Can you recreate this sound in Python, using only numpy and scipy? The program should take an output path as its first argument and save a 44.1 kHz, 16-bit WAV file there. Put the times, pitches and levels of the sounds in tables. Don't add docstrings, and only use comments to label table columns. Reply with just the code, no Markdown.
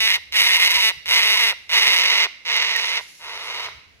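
import sys
import numpy as np
from scipy import signal
from scipy.fft import rfft, irfft, next_fast_len
from scipy.io import wavfile
from scipy.ndimage import map_coordinates

SR = 44100
rng = np.random.default_rng(int(sys.argv[2]) if len(sys.argv) > 2 else 0)


def invert_db(level):
    return 10 ** (np.asarray(level, dtype=float) / 20)


def master(y):
    cut = np.clip(np.atleast_2d(y).T, -1, 1)
    pcm = np.round(cut * 32767)
    wavfile.write(sys.argv[1], SR, pcm.astype(np.int16))


N = 176400

ALIKE = 0.11


def along(points, hz):
    f, v = np.transpose(points)
    return np.interp(np.log(hz + 1), np.log(f + 1), v)


def curve(rows):
    return np.interp(np.arange(N) / SR, *np.transpose(rows))


def unit(x):
    return x / np.sqrt(np.mean(x ** 2) + 1e-20)


def wobble(rate):
    knots = rng.standard_normal(int(N * rate / SR) + 4)
    return map_coordinates(knots, [np.arange(N) * rate / SR])


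def filtered(x, response):
    m = next_fast_len(N + SR // 2)
    return irfft(rfft(x, m) * response(np.fft.rfftfreq(m, 1 / SR)), m)[..., :N]


def resonances(table, cut_hz):
    def response(f):
        high_pass = (-f * f / (cut_hz ** 2 - f * f + 1j * f * cut_hz)) ** 2
        total = 0
        for k, (centre, width, db) in enumerate(table):
            ring = 1j * f * width / (centre * centre - f * f + 1j * f * width)
            total = total + (-1) ** k * invert_db(db) * ring
        return high_pass * total
    return response


def noise(spectrum, alike):
    a, b = filtered(rng.standard_normal((2, N)), lambda hz: invert_db(along(spectrum, hz)))
    u = np.arccos(np.clip(alike, 0, 1)) / 2
    return unit(np.array([np.cos(u) * a + np.sin(u) * b, np.cos(u) * a - np.sin(u) * b]))


def cockatoo():
    # (start [s], length [s], level [dB], swell over the call [dB], chest level [dB])
    screeches = [
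        (-.4, 0.58, -13, -6, -5),
        (0.318, 0.6, -16, -0.5, -3),
        (1.058, .474, -15, -2.5, -0.5),
        (1.69, 0.58, -15.5, -2, 0),
        (2.448, .562, -19.5, -4, 0.5),
        (3.19, .497, -33.5, 4.5, 8.5),
    ]
    # (time [s], roughness [0-1])
    roughness = [(0, .03), (.066, .03), (.085, 1), (.815, 1), (.83, .03), (.884, .03), (.895, .4),
                 (1.1, .9), (1.26, .9), (1.28, .4), (1.35, .4), (1.37, .8), (1.47, .5), (1.6, 1), (2.15, 1),
                 (2.25, .6), (2.5, .9), (4, 1)]
    # (time [s], level [dB])
    turned = [(0, -2), (.4, 0.5), (1.45, -1), (1.75, -4.5), (1.98, -1.5), (2.05, -7), (2.5, -10.5),
              (2.8, -12.5), (3.3, -18), (3.7, -7)]
    # (frequency [Hz], width [Hz], level [dB])
    chest = [(417, 306, -23), (701, 139, -21.5), (936, 122, -15.5), (1435, 454, -22.5)]
    # (frequency [Hz], width [Hz], level [dB])
    mouth = [(6700, 2700, -32.5), (9200, 1640, -21), (11970, 1870, -20), (15340, 1300, -32.5)]
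    slap_hz, start_sag, sag_s, end_sag = 220.43, .38, .06, .2
    attack_s, attack_db, release_s, release_db = 0.071, 13.5, .03, 22
    chest_lingers_db, surge_db, crack_scatter_db = 23, .6, 2
    pipe_db, pipe_turns = 12, .12
    wander, droop = .025, .07

    t = np.arange(N) / SR
    starting, ending, gain, chest_db, loss_db = np.zeros((5, N))
    hz = np.full(N, slap_hz)
    for s, length, db, swell_db, low_db in screeches:
        on = (t >= s) & (t < s + length)
        rise = np.clip(1 - (t - s) / attack_s, 0, 1)
        fall = np.clip(1 - (s + length - t) / release_s, 0, 1)
        level_db = db + swell_db * (t - s) / length
        gain += on * invert_db(level_db - attack_db * rise ** 2 - release_db * fall ** 2)
        hz *= 1 - on * (start_sag * np.clip(1 - (t - s) / sag_s, 0, 1) + end_sag * fall)
        ending += on * fall
        starting += on * rise
        since = t >= s
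        chest_db[since] = (low_db + chest_lingers_db * fall ** 2)[since]
        loss_db[since] = screeches[1][2] - db

    whistle, falter = whistles()
    gain *= falter
    rough = curve(roughness)
    slaps = syrinx(hz, rough, starting)
    tuning = 1 + wander * rough * wobble(70) - droop * ending
    drive = invert_db(pipe_db) * slaps * gain * invert_db(surge_db * wobble(15))
    turn_db = curve(turned)
    pipe = windpipe(drive * invert_db(pipe_turns * turn_db), tuning)
    crackle = invert_db(turn_db + crack_scatter_db * rough * wobble(200))
    beak = filtered(drive * crackle, resonances(mouth, 3670))
    body = filtered(drive * invert_db(chest_db), resonances(chest, 400))
    return pipe + beak + body + whistle, loss_db


def syrinx(hz, rough, starting):
    jitter, scatter_db, extra_share, extra_db = .13, 2.2, .65, -4
    calm_db, breath_db = 3, -7.5
    phase = np.cumsum(hz * (1 + jitter * rough * wobble(120))) / SR
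    at = np.flatnonzero(np.diff(np.floor(phase)))
    r = rough[at]
    size, extra_size = rng.standard_normal((1200, 2))[:len(at)].T
    coin, lead = rng.random((1200, 2))[:len(at)].T
    ahead = np.maximum(at - ((.2 + .45 * lead ** 2) * SR / hz[at]).astype(int), 0)
    slaps = np.bincount(at, invert_db(scatter_db * r * size), N)
    slaps += np.bincount(ahead, (coin < extra_share * r) * invert_db(extra_db + scatter_db * extra_size), N)
    leak = np.exp(-1.1 * (phase % 1)) * rng.standard_normal(N)
    breath = invert_db(breath_db) * np.sqrt(rough) * (1 - .6 * starting) * unit(leak)
    return unit(slaps) * invert_db(calm_db * (1 - rough)) + breath


def windpipe(drive, tuning):
    # (frequency [Hz], level [dB])
    pipe_modes = [(2070, -2.5), (2790, -1.5), (3800, -2.5), (4800, -10), (5750, -14)]
    relative_width, tunings = .072, (.93, 1, 1.045)
    step = np.interp(tuning, tunings, np.arange(len(tunings)))
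    total = np.zeros(N)
    for k, u in enumerate(tunings):
        share = np.clip(1 - np.abs(step - k), 0, 1) ** .7
        modes = [(hz * u, hz * relative_width, db) for hz, db in pipe_modes]
        total += filtered(drive * share, resonances(modes, 1650))
    return total


def whistles():
    # (start [s], length [s], pitch [Hz], level [dB])
    tones = [(.768, .04, 965, -31), (1.356, .016, 1000, -34), (.575, .02, 960, -35), (.68, .022, 950, -35),
             (.72, .02, 990, -35), (1.4, .012, 980, -35)]
    falter_db = -2.5
    t = np.arange(N) / SR
    whistle, falter = np.zeros(N), np.ones(N)
    for s, length, pitch_hz, db in tones:
        bell = np.sin(np.pi * np.clip((t - s) / length, 0, 1)) ** .5
        whistle += invert_db(db) * np.sqrt(2) * bell * np.sin(2 * np.pi * pitch_hz * t)
        falter *= invert_db(falter_db * bell)
    return whistle, falter


def wings():
    # (time [s], level [dB])
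    snap_times = [(2.1936, -28), (2.5478, -35), (2.5663, -27), (2.7159, -34), (2.7638, -21), (2.8546, -33),
                  (2.899, -31), (2.96, -34)]
    # (frequency [Hz], level [dB])
    feather = [(1500, -30), (4000, -12), (8000, -7), (10500, 2), (14500, -2)]
    # (time [s], level [dB])
    passing = [(2.3, -71), (2.8, -39.5), (2.97, -47), (3.2, -48), (3.5, -47.5), (3.8, -69.5)]
    # (frequency [Hz], level [dB])
    swish_colour = [(800, -21), (2000, 8), (4500, 12), (7000, 11.5), (8500, 7), (10500, 15), (14500, -3)]
    snap_db, snap_t60_s, flap_db = 9, .005, 2
    clap_s, clap_hz, clap_db, clap_len_s = 2.762, 1880, -21, .011

    t, snaps = np.arange(N) / SR, np.zeros(N)
    for s, db in snap_times:
        snaps += (t >= s) * invert_db(db + snap_db - 60 * np.abs(t - s) / snap_t60_s)
    snaps = filtered(snaps * rng.standard_normal(N), lambda hz: invert_db(along(feather, hz)))
    bell = np.exp(-((t - clap_s) / clap_len_s) ** 2)
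    clap = invert_db(clap_db) * bell * np.sin(2 * np.pi * clap_hz * t + 0.85 * wobble(170))
    swish_db = curve(passing) + flap_db * wobble(9) + 1.23 * wobble(60)
    return snaps + clap, invert_db(swish_db) * noise(swish_colour, ALIKE)


def trees(x):
    # (frequency [Hz], time to fall 60 dB [s])
    decay = [(400, .45), (1500, .6), (2500, .66), (5000, .6), (12000, .5)]
    # (frequency [Hz], level [dB])
    echo_colour = [(400, -3), (1500, 0), (2050, 1), (3000, -1), (5000, 0), (12000, -2)]
    delay_s = .015
    hz, t, z = signal.stft(rng.standard_normal((2, SR)), SR, nperseg=256)
    fade_db = along(echo_colour, hz)[:, None] - 60 * t / along(decay, hz)[:, None]
    a, b = signal.istft(z * invert_db(fade_db), SR, nperseg=256)[1]
    tail = np.array([a, ALIKE * a + np.sqrt(1 - ALIKE ** 2) * b])
    late = np.pad(x, (int(delay_s * SR), 0))[None]
    return signal.fftconvolve(late, 3 * tail / np.linalg.norm(a), axes=1)[:, :N]


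def woodland_air():
    # (frequency [Hz], level [dB])
    air_colour = [(150, -6), (500, -7), (1400, -16), (2200, -6), (4000, -11), (7500, -26), (10000, -36),
                  (15000, -28)]
    return invert_db(-59) * noise(air_colour, ALIKE)


def right_port(x):
    # (time [s], level [dB])
    pan = [(0, 0), (1.7, -.2), (2.3, -1.3), (2.9, -1.8), (3.2, .5), (4, 0)]
    # (frequency [Hz], level [dB])
    shadow = [(500, -.5), (1550, -6.5), (2600, -2.24), (3600, 1), (5700, -5.5), (7400, 0.5), (9800, 31.5),
              (12500, 15)]
    # (frequency [Hz], phase [rad])
    lead = [(0, 0), (950, .2), (2500, 2.15), (3600, 2.7), (4650, 3.2), (5700, 3.8), (6800, 5.6),
            (10800, 6.2)]
    lag_s = .00011

    def response(hz):
        phase = np.interp(hz, *np.transpose(lead))
        phase = phase + 2 * np.pi * lag_s * np.maximum(hz - lead[-1][0], 0)
        return invert_db(-along(shadow, hz)) * np.exp(-1j * phase)
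    return filtered(x * invert_db(-curve(pan)), response)


def breeze():
    # (time [s], level [dB])
    gusts = [(0.0, -53), (0.52, -66), (0.79, -53), (0.88, -85.5), (0.97, -49), (1.04, -65), (1.08, -49),
             (1.15, -59), (2.51, -72), (2.53, -64), (3.19, -67.5), (3.79, -55.5), (3.81, -65.5),
             (4.0, -59.5)]
    # (frequency [Hz], level [dB])
    rumble = [(20, -46), (35, -34), (55, -6), (77, 7), (105, -9), (165, -8.5), (220, -33), (400, -42)]
    return invert_db(curve(gusts)) * noise(rumble, .55)


def scene():
    trees_db, far_wet = -29, 0.61
    bird, loss_db = cockatoo()
    snaps, swish = wings()
    echoes = invert_db(trees_db) * trees(bird * invert_db(far_wet * loss_db) + snaps)
    left, right = bird + snaps + echoes + swish + woodland_air()
    return np.array([left, right_port(right)]) + breeze()


def low_pass(x):
    return signal.sosfilt(signal.butter(12, 15870, fs=SR, output="sos"), x)


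def record(dry):
    ceiling, top_hz = .96, 15850
    held = dry / (1 + np.abs(dry / ceiling) ** 10) ** (1 / 10)
    mix = filtered(held, lambda hz: hz < top_hz)
    return low_pass(mix)


dry = scene()
out = record(dry)
master(out)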